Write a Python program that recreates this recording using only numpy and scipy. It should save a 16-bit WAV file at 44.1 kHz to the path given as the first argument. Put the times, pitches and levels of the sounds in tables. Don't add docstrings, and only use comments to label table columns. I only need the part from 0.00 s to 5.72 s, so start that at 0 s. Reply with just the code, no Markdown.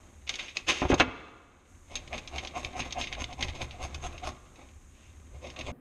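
import sys
import numpy as np
from scipy import signal
from scipy.fft import rfft, irfft
from scipy.io import wavfile
from scipy.ndimage import uniform_filter1d

SR = 44100
rng = np.random.default_rng(int(sys.argv[2]) if len(sys.argv) > 2 else 0)


def pcm_store(signal):
    levels = np.round(np.clip(np.atleast_2d(signal), -1, 1) * 32767)
    wavfile.write(sys.argv[1], SR, levels.astype(np.int16).T)


N = 252252
TIME = np.arange(N) / SR


# [t/s, level/dB, treble limit (hardness) f/Hz, bench thump level/dB]
BOARD_BLOWS = [(0.8182, -12.5, 853, -31.5), (0.8251, -13.5, 951, -52), (0.836, -14.5, 592, -40),
               (.851, -17.5, 1000, -27), (0.8982, -9.5, 344, -40.5), (0.9006, -2.5, 381, -34.5),
               (0.9163, -10, 1380, -27.5), (.922, -12.5, 401, -20.5), (.931, -13, 892, -38.5),
               (.938, -12, 1010, -44), (0.944, -18, 600, -33.5), (0.999, -11, 5080, -27),
               (1.0046, -6.5, 2360, -36.5), (1.008, -11, 1793, -39.5), (1.017, -18, 1590, -38.5),
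               (1.079, -23, 900, -38)]
# [t/s, level/dB, centre of the colour f/Hz, t60/s]
SHARP_TICKS = [(.276, -31.5, 3000, 0.062), (0.2931, -17, 4000, 0.035), (0.3402, -28, 3470, 0.044),
               (.356, -31, 5930, 0.026), (.3895, -31.5, 2800, 0.046), (0.394, -22, 2600, 0.12),
               (0.483, -30.5, 2820, 0.16), (0.5698, -17, 4300, 0.017), (.6844, -20, 4130, .06),
               (.707, -23, 3210, .053), (0.8095, -31, 3500, 0.069), (0.9421, -23, 4750, 0.032),
               (0.9995, -18.5, 3860, 0.027), (1.9552, -23, 5870, 0.039), (1.966, -29, 3170, 0.12),
               (2.0764, -37, 3920, 0.034), (2.13, -24.5, 2280, 0.19), (2.1804, -30, 4270, 0.051),
               (2.2755, -31, 4300, 0.057), (2.3824, -23, 3080, 0.073), (2.4496, -30, 3800, 0.017),
               (2.473, -29, 4000, 0.044), (2.6474, -25, 3740, 0.027), (2.8033, -23.5, 3630, 0.064),
               (2.82, -28, 2400, 0.11), (2.908, -35.5, 4300, 0.035), (2.925, -23, 4020, 0.03),
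               (3.0133, -21, 3780, 0.16), (3.04, -25.5, 3240, 0.048), (3.072, -27.5, 2950, 0.087),
               (3.1269, -23.5, 3100, 0.068), (3.15, -30.5, 2200, 0.031), (3.242, -25.5, 3730, .025),
               (3.328, -35.5, 4380, 0.04), (3.408, -27.5, 3770, .045), (3.426, -15.5, 3200, 0.052),
               (3.4836, -28, 2980, 0.094), (3.5525, -34, 3700, 0.13), (3.6165, -25, 3400, 0.027),
               (3.7098, -34, 3060, 0.062), (3.9453, -31, 4450, 0.039), (4.1791, -36, 3840, 0.072),
               (4.5583, -45.5, 3030, 0.048), (4.688, -49, 2400, .07), (5.5018, -34, 3740, 0.037),
               (5.563, -32.5, 2310, 0.075), (5.5906, -31.5, 4500, 0.044), (5.61, -29, 2750, 0.0545)]
# [f/Hz, level/dB, t60/s]
BOARD_MODES = [(252, -7, .22), (299, -7, .1), (358, -11, .07), (400, -8, .08), (504, -13, .2),
               (708, -6, .12), (852, -9, .11), (1105, -7, .09), (1400, -6.5, .09), (1636, -10, .09),
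               (2052, -4, .08), (2290, -6, .08), (2530, -3.5, .07), (2680, -6, .09), (3050, -9, .06),
               (3482, -5, .07)]
# [f/Hz, level/dB, t60/s]
BENCH_MODES = [(72, -1.5, 0.26), (96, 3.5, 0.075), (138, -8.5, 0.094)]
# [f/Hz, level/dB, t60/s]
TOOL_MODES = [(1048, -4, .9), (1092, -5, .8), (1135, -1, 1.1), (1171, 0, 1.0), (1203, -1, 1.2),
              (1246, -3, 1.1), (1357, -5, .9), (1440, -8, 1.0), (2140, -7, .8), (2340, -8, .8),
              (2560, -8, .8)]
# [f/Hz, width/Hz, lift/dB]
BODY_RESONANCES = [(257, 60, 6.5), (365, 150, 4.5), (507, 60, 6), (695, 77, 5.5), (844, 72, 3),
                   (1118, 230, 6), (2135, 90, 5), (2600, 250, 2), (3690, 620, 10.5), (6420, 330, 15.5)]

# [f/Hz, level/dB]
CLACK_SPECTRUM = [(60, -10.5), (150, -3), (280, 3), (450, -0.5), (900, -1), (1700, -3.5), (2500, 3),
                  (3600, -4), (4800, -16), (6500, -16), (8000, -34), (13000, -61.5)]
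# [f/Hz, level/dB]
TICK_SPECTRUM = [(100, -11.5), (600, -10.5), (1500, -5.5), (2400, 6), (3800, -5.5), (5200, -5.5),
                 (6600, -9), (7600, -16), (10000, -24.5), (11600, -22), (12300, -47.5), (13500, -62.5)]
# [f/Hz, level/dB]
FIBRE_SPECTRUM = [(60, -27), (200, -1), (450, -1.5), (900, 0), (1600, -9), (2500, 3.5), (3800, -10),
                  (5200, -7), (6600, -12), (7600, -13), (10000, -24.5), (11300, -19), (13500, -76)]
# [f/Hz, level/dB]
SLIP_SPECTRUM = [(100, -20.5), (300, -0.5), (450, -3), (700, 0), (1100, -6.5), (1600, -20.5), (2300, -4),
                 (2800, -6.5), (3600, -31), (8000, -42), (13000, -73)]
# [f/Hz, level/dB]
PAPER_SPECTRUM = [(60, -14.5), (450, -4), (1000, -8.5), (1550, -8), (2050, -3.5), (2700, 3), (4000, -12),
                  (5200, -10.5), (6600, -12.5), (7800, -22), (10000, -31.5), (11600, -33.5), (12400, -55),
                  (13500, -75.5)]
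# [f/Hz, level/dB]
HAND_SPECTRUM = [(60, 0), (150, 2), (330, -0.5), (700, -3.5), (1600, -9.5), (2500, -11.5), (4500, -23),
                 (7000, -21), (13000, -51)]
# [f/Hz, level/dB]
ROCKING_SPECTRUM = [(15, -7), (32, 1), (45, -11.5), (70, 8), (92, -7), (135, -5), (190, -32), (400, -78)]
# [f/Hz, level/dB]
ROOM_NOISE_SPECTRUM = [(15, -16), (31, -1), (43, -5), (52, -5), (75, 3), (115, -14), (150, -16.5),
                       (200, -17), (250, -15), (300, -19.5), (700, -32), (1080, -28.5), (1800, -31.5),
                       (2350, -32.5), (4000, -44), (8000, -73.5)]
# [f/Hz, level/dB]
HISS_SPECTRUM = [(500, -24.5), (3000, -22.5), (5000, -15.5), (5900, -7.5), (6500, 2.5), (7200, -5),
                 (9000, -8.5), (10500, -19.5), (12000, -15.5), (13800, -35)]
# [f/Hz, t60/s]
TAIL_T60 = [(70, 0.95), (250, 1.46), (600, 1.26), (1250, 1.41), (2300, 1.04), (4000, 0.98), (6500, 0.87),
            (12000, 0.27)]
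# [f/Hz, level/dB]
TAIL_COLOUR = [(60, -1), (250, -1), (400, -1), (520, -1), (750, -5), (1000, 1), (1190, 6.5), (1420, 1.5),
               (1750, -2), (2100, 2), (2500, 0), (3000, -3), (3500, 0), (5000, -4), (12000, -3)]

# [peak of the cut t/s, width/s, cut level/dB, judder earlier by t/s (negative: later),
# judder level/dB, slips per second, bench rocking level/dB]
KNIFE_PUSHES = [(1.955, 0.042, -45.5, 0.033, -47, 570, -46), (2.148, .022, -41.5, 0.012, -33.5, 610, -45),
                (2.184, 0.0099, -39.5, 0, -54, 580, -56), (2.368, 0.026, -38, .015, -36, 690, -36.5),
                (2.443, 0.016, -41, -0.0064, -41.5, 810, -57), (2.582, 0.022, -38.5, .015, -29, 694, -51),
                (2.65, .02, -41.5, -0.019, -43, 640, -39.5), (2.796, 0.018, -32.5, .035, -34.5, 760, -37.5),
                (2.859, 0.019, -44, -0.0037, -42.5, 650, -44), (3.008, .019, -34.5, 0.029, -29, 700, -37.5),
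                (3.13, 0.01053, -42.5, 0, -41, 700, -44), (3.217, 0.019, -35, .031, -38, 680, -36.5),
                (3.315, .023, -48.5, -0.000097, -39, 800, -56),
                (3.428, .026, -36, 0.026, -40.5, 810, -36.5), (3.492, 0.012, -40.5, -0.019, -53, 790, -35),
                (3.561, .012, -43, 0.014, -46, 650, -44), (3.626, 0.023, -38, 0.016, -35, 596, -36.5),
                (3.72, .025, -56, -0.031, -46, 700, -44), (3.812, 0.016, -60, 0, -37, 660, -55),
                (3.843, 0.019, -37.5, -0.0084, -37.5, 684, -35.5),
                (3.953, .008, -38.5, 0.016, -51, 670, -37), (4.054, 0.02, -38.5, 0.0017, -34.5, 694, -35),
                (4.135, 0.017, -52, -.015, -44, 670, -48), (4.243, 0.0082, -42, .004, -34.5, 680, -56),
                (4.276, .017, -34, .001, -35.5, 730, -38.5), (4.609, .03, -50.5, 0.021, -68, 920, -61),
                (5.364, 0.017, -61, 0.01, -49.5, 490, -43), (5.474, 0.034, -44.5, 0.018, -39, 556, -44),
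                (5.602, 0.015, -42, 0.013, -40, 650, -54), (5.681, 0.019, -39.5, -0.016, -34.5, 550, -43)]
# [t/s, brightness/(dB per octave), lift of the nasal middle/dB]
CUT_COLOUR = [(1.93, -1.3, -4), (2.4, -1.5, 4.5), (2.6, -1, -1.5), (3.2, -1, 6), (3.5, -1.43, -2.5),
              (4.05, 2.4, 16.5), (4.28, 0.5, 11), (4.6, -4, -1), (5.5, -2.2, -13), (5.7, -1.5, -6)]
# [t/s, rubbing level/dB, bench rocking level/dB]
HAND_ACTIVITY = [(0, -57, -77), (.2, -64, -83), (1.6, -64.5, -73.5), (1.87, -69, -61.5), (1.97, -54.5, -49),
                 (2.9, -48.5, -52), (3.3, -58, -46), (3.9, -51, -52), (4.2, -51, -46.5), (4.36, -62, -49),
                 (4.66, -58.5, -67), (4.8, -68.5, -71), (5.2, -63, -57), (5.4, -61, -56), (5.56, -51, -50),
                 (5.72, -51, -36.5)]
# [peak t/s, rise/s, fall/s, level/dB]
BOARD_DRAGS = [(.273, 0.0026, .01, -43), (.301, 0.007, .013, -37), (.345, 0.015, .02, -41),
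               (.405, 0.02, 0.056, -42), (.564, 0.0091, 0.032, -42.5), (0.675, 0.0051, .006, -37.5),
               (.693, 0.0086, 0.021, -21), (.75, 0.0306, 0.067, -35), (.903, 0.011, .016, -34),
               (.985, 0.0045, 0.0093, -36), (1.001, 0.0059, .013, -28), (5.04, 0.073, 0.055, -62.5)]

DIRECT = .5
SLIDE_S, SLIDE_LAG_S, SLIDE_DB = 0.04, 0.045, -18
STRAY_PER_S, STRAY_DB = 70, -10
DIP_FROM_S, DIP_TO_S, DIP_SINK_S, DIP_RETURN_S, DIP_DB = 1, 1.7, .07, 0.054, -8
FALL_SHARE, ROCK_S, ROCK_LAG_S = 0.92, .028, 0.0026
JUDDER_S, JUDDER_SHARE, JUDDER_MOST_S = .004, .48, .018
EDGE_HZ = 13900


def amp(db):
    return 10 ** (np.asarray(db) / 20)


def unit(x):
    return x / np.sqrt(np.mean(x ** 2) + 1e-20)


def read(points, hz):
    f, value = np.transpose(points)
    return np.interp(np.log(hz + 1), np.log(f + 1), value)


def curve(rows, column):
    rows = np.array(rows)
    return np.interp(TIME, rows[:, 0], rows[:, column])


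def add(mix, s, sound):
    part = mix[max(round(s * SR), 0):][:len(sound)]
    part += sound[:len(part)]


def colour(x, db_of, size=4096):
    hz = abs(np.fft.fftfreq(size, 1 / SR))
    log_gain = np.log(amp(db_of(hz)) + 1e-5)
    response = np.exp(np.conj(signal.hilbert(log_gain)))
    taps = np.fft.ifft(response).real
    return signal.fftconvolve(x, taps / np.linalg.norm(taps))[:len(x)]


def noise(spectrum):
    gain = amp(read(spectrum, np.fft.rfftfreq(N, 1 / SR)))
    return unit(irfft(rfft(rng.standard_normal(N)) * gain, N))


def grains(count, per_s, spread_db):
    size = amp(spread_db * np.minimum(rng.exponential(1, count), 4))
    sign = rng.choice([-1, 1], count)
    happens = rng.random(count) < per_s / SR
    return unit(size * sign * happens)


def push(rise, fall):
    t = np.arange(-3 * rise, 3 * fall + .02, 1 / SR)
    return np.exp(-(t / np.where(t < 0, rise, fall)) ** 2 / 2)


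def swell(s, rise, fall):
    out = np.zeros(N)
    add(out, s - 3 * rise, push(rise, fall))
    return out


def burst(t, t60, direct):
    scatter = rng.standard_normal(len(t)) * 10 ** (-3 * t / t60)
    scatter /= np.linalg.norm(scatter)
    scatter[0] += direct
    return scatter / np.linalg.norm(scatter)


def ring(modes, t):
    return sum(amp(db) * 10 ** (-3 * t / t60) * np.sin(2 * np.pi * hz * t) for hz, db, t60 in modes)


def body(hz):
    return sum(db / (1 + (2 * (hz - f) / width) ** 2) for f, width, db in BODY_RESONANCES)


def ripple(hz, depth_db):
    knots = np.geomspace(200, 12000, num=30)
    return depth_db * np.interp(hz, knots, rng.standard_normal(len(knots)))


def tick_colour(hz, centre_hz):
    octaves_away = np.log2((hz + 1) / centre_hz)
    return read(TICK_SPECTRUM, hz) + 0.77 * body(hz) - 6 * np.minimum(octaves_away ** 2, 2)


def background():
    sinking = (TIME - DIP_FROM_S) / DIP_SINK_S
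    returning = (DIP_TO_S - TIME) / DIP_RETURN_S
    dip = np.clip(np.minimum(sinking, returning), 0, 1)
    steady = amp(-54.5) * noise(ROOM_NOISE_SPECTRUM) + amp(-67.5) * noise(HISS_SPECTRUM)
    return steady * amp(DIP_DB * dip)


def rocking():
    sway = noise(ROCKING_SPECTRUM)
    swing = np.sqrt(uniform_filter1d(sway ** 2, size=1500) + 1e-6)
    pushes = sum((amp(db) * swell(s + ROCK_LAG_S, ROCK_S, ROCK_S)) ** 2 for s, *_, db in KNIFE_PUSHES)
    force = np.sqrt(pushes + amp(curve(HAND_ACTIVITY, 2)) ** 2)
    return amp(-2.5) * sway / swing * force


def rubbing(stray_hz=2600):
    drag = np.sqrt(sum((amp(db) * swell(s, rise, fall)) ** 2 for s, rise, fall, db in BOARD_DRAGS))
    pushes = sum((amp(db + SLIDE_DB) * swell(s + SLIDE_LAG_S, SLIDE_S, SLIDE_S)) ** 2
                 for s, _, db, *_ in KNIFE_PUSHES)
    slide = np.sqrt(pushes + amp(curve(HAND_ACTIVITY, 1)) ** 2)

    paper_snaps = drag * grains(N, per_s=2500, spread_db=-0.5)
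    paper = colour(paper_snaps, lambda hz: read(PAPER_SPECTRUM, hz) + 0.67 * body(hz))
    hand_snaps = slide * grains(N, per_s=3000, spread_db=3.5)
    hands = colour(hand_snaps, lambda hz: read(HAND_SPECTRUM, hz) + 0.73 * body(hz))

    stray_clicks = (slide + amp(-4) * drag) * grains(N, per_s=STRAY_PER_S, spread_db=2.5)
    stray = colour(stray_clicks, lambda hz: tick_colour(hz, stray_hz))
    scatter = burst(np.arange(SR // 10) / SR, t60=.04, direct=0.97)
    stray = signal.fftconvolve(stray, scatter)[:N]
    return amp(-2) * paper + amp(-2.0) * hands + amp(STRAY_DB) * stray


def ticks():
    out, t = np.zeros(N), np.arange(SR // 6) / SR
    for s, db, centre_hz, t60 in SHARP_TICKS:
        tick = colour(burst(t, t60, DIRECT), lambda hz: tick_colour(hz, centre_hz))
        add(out, s, amp(db + 16) * tick)
    return out


def knocks():
    out, t, long_t = np.zeros(N), np.arange(SR // 2) / SR, np.arange(SR) / SR
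    bench = ring(BENCH_MODES, t)
    wood = ring(BOARD_MODES[::2], t) - ring(BOARD_MODES[1::2], t)
    for s, db, hard_hz, thump_db in BOARD_BLOWS:
        clack = colour(burst(t, t60=0.0492, direct=0.16), lambda hz: read(CLACK_SPECTRUM, hz))
        blow = amp(-18.5) * wood + amp(15.0) * clack
        steel = sum(rng.standard_normal() * ring([mode], long_t) for mode in TOOL_MODES)
        soft = signal.butter(2, min(hard_hz, SR / 3), fs=SR)
        add(out, s, amp(db + 4) * signal.lfilter(*soft, blow) + amp(thump_db) * bench)
        add(out, s, amp(db - 43.5) * signal.lfilter(*soft, steel))
    return signal.sosfilt(signal.butter(2, 35, "high", fs=SR, output="sos"), out)


def cuts(hollow_hz=1380):
    out = np.zeros(N)
    when, brights, hollows = np.transpose(CUT_COLOUR)
    for s, rise, db, *_ in KNIFE_PUSHES:
        bright, hollow_db = np.interp(s, when, brights), np.interp(s, when, hollows)
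        force = push(rise, FALL_SHARE * rise)
        snaps = force * grains(SR // 2, per_s=2200, spread_db=4.5)[:len(force)]
        snaps *= np.linalg.norm(force) / (np.linalg.norm(snaps) + 1e-9)

        def cut_colour(hz):
            tilt = bright * np.log2(np.maximum(hz, 500) / 2500)
            nasal = hollow_db / (1 + ((hz - hollow_hz) / 280) ** 2)
            return read(FIBRE_SPECTRUM, hz) + body(hz) + ripple(hz, depth_db=2) + tilt + nasal

        add(out, s - 3 * rise, amp(db) * colour(snaps, cut_colour))
    return out


def judders(lift_db=4.0):
    out = np.zeros(N)
    wander, uneven, width_hz = .2, .5, 330
    for s, rise, _, lead, db, slip_hz, _ in KNIFE_PUSHES:
        width = min(JUDDER_S + JUDDER_SHARE * rise, JUDDER_MOST_S)
        force = push(width, width)
        drift, size = rng.standard_normal((2, SR // 2))[:, :len(force)]
        rate = slip_hz * np.exp(wander * unit(uniform_filter1d(drift, size=60)))
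        turns = np.cumsum(rate) / SR
        slips = np.diff(np.floor(turns), prepend=0) * np.exp(uneven * size)

        def croak_colour(hz):
            blade = lift_db / (1 + (2 * (hz - slip_hz) / width_hz) ** 2)
            return read(SLIP_SPECTRUM, hz) + 1.7 * body(hz) + blade + ripple(hz, depth_db=3.5)

        croak = force * colour(slips - slips.mean(), croak_colour)
        croak *= np.linalg.norm(force) / np.linalg.norm(croak)
        add(out, s - lead - 3 * width, amp(db) * croak)
    return out


def workshop(x):
    t = np.arange(SR) / SR
    signs = rng.choice([-1., 1.], (2, SR))
    near, far = signs * (rng.random((2, SR)) < 3000 / SR) * (t > .002)
    near *= amp(-60 * t / 0.073)
    hz, age, z = signal.stft(far, SR, nperseg=256)
    fade = amp(read(TAIL_COLOUR, hz)[:, None] - 60 * age / read(TAIL_T60, hz)[:, None])
    far = signal.istft(z * fade, SR, nperseg=256)[1][:SR]
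    echoes = amp(-8.5) * near / np.linalg.norm(near) + amp(-20.5) * far / np.linalg.norm(far)
    return x + signal.fftconvolve(x, echoes)[:N]


def scene():
    work = knocks() + ticks() + amp(-3) * cuts() + amp(-4.0) * judders() + rubbing()
    return (workshop(work) + rocking() + background())[None]


def record(dry):
    ends = np.clip(np.minimum(TIME, TIME[-1] - TIME) / .003, 0, 1)
    low_pass = signal.firwin(401, EDGE_HZ, window=("kaiser", 8), fs=SR)
    return signal.oaconvolve(dry * ends, low_pass[None], "same")


dry = scene()
out = record(dry)
pcm_store(out)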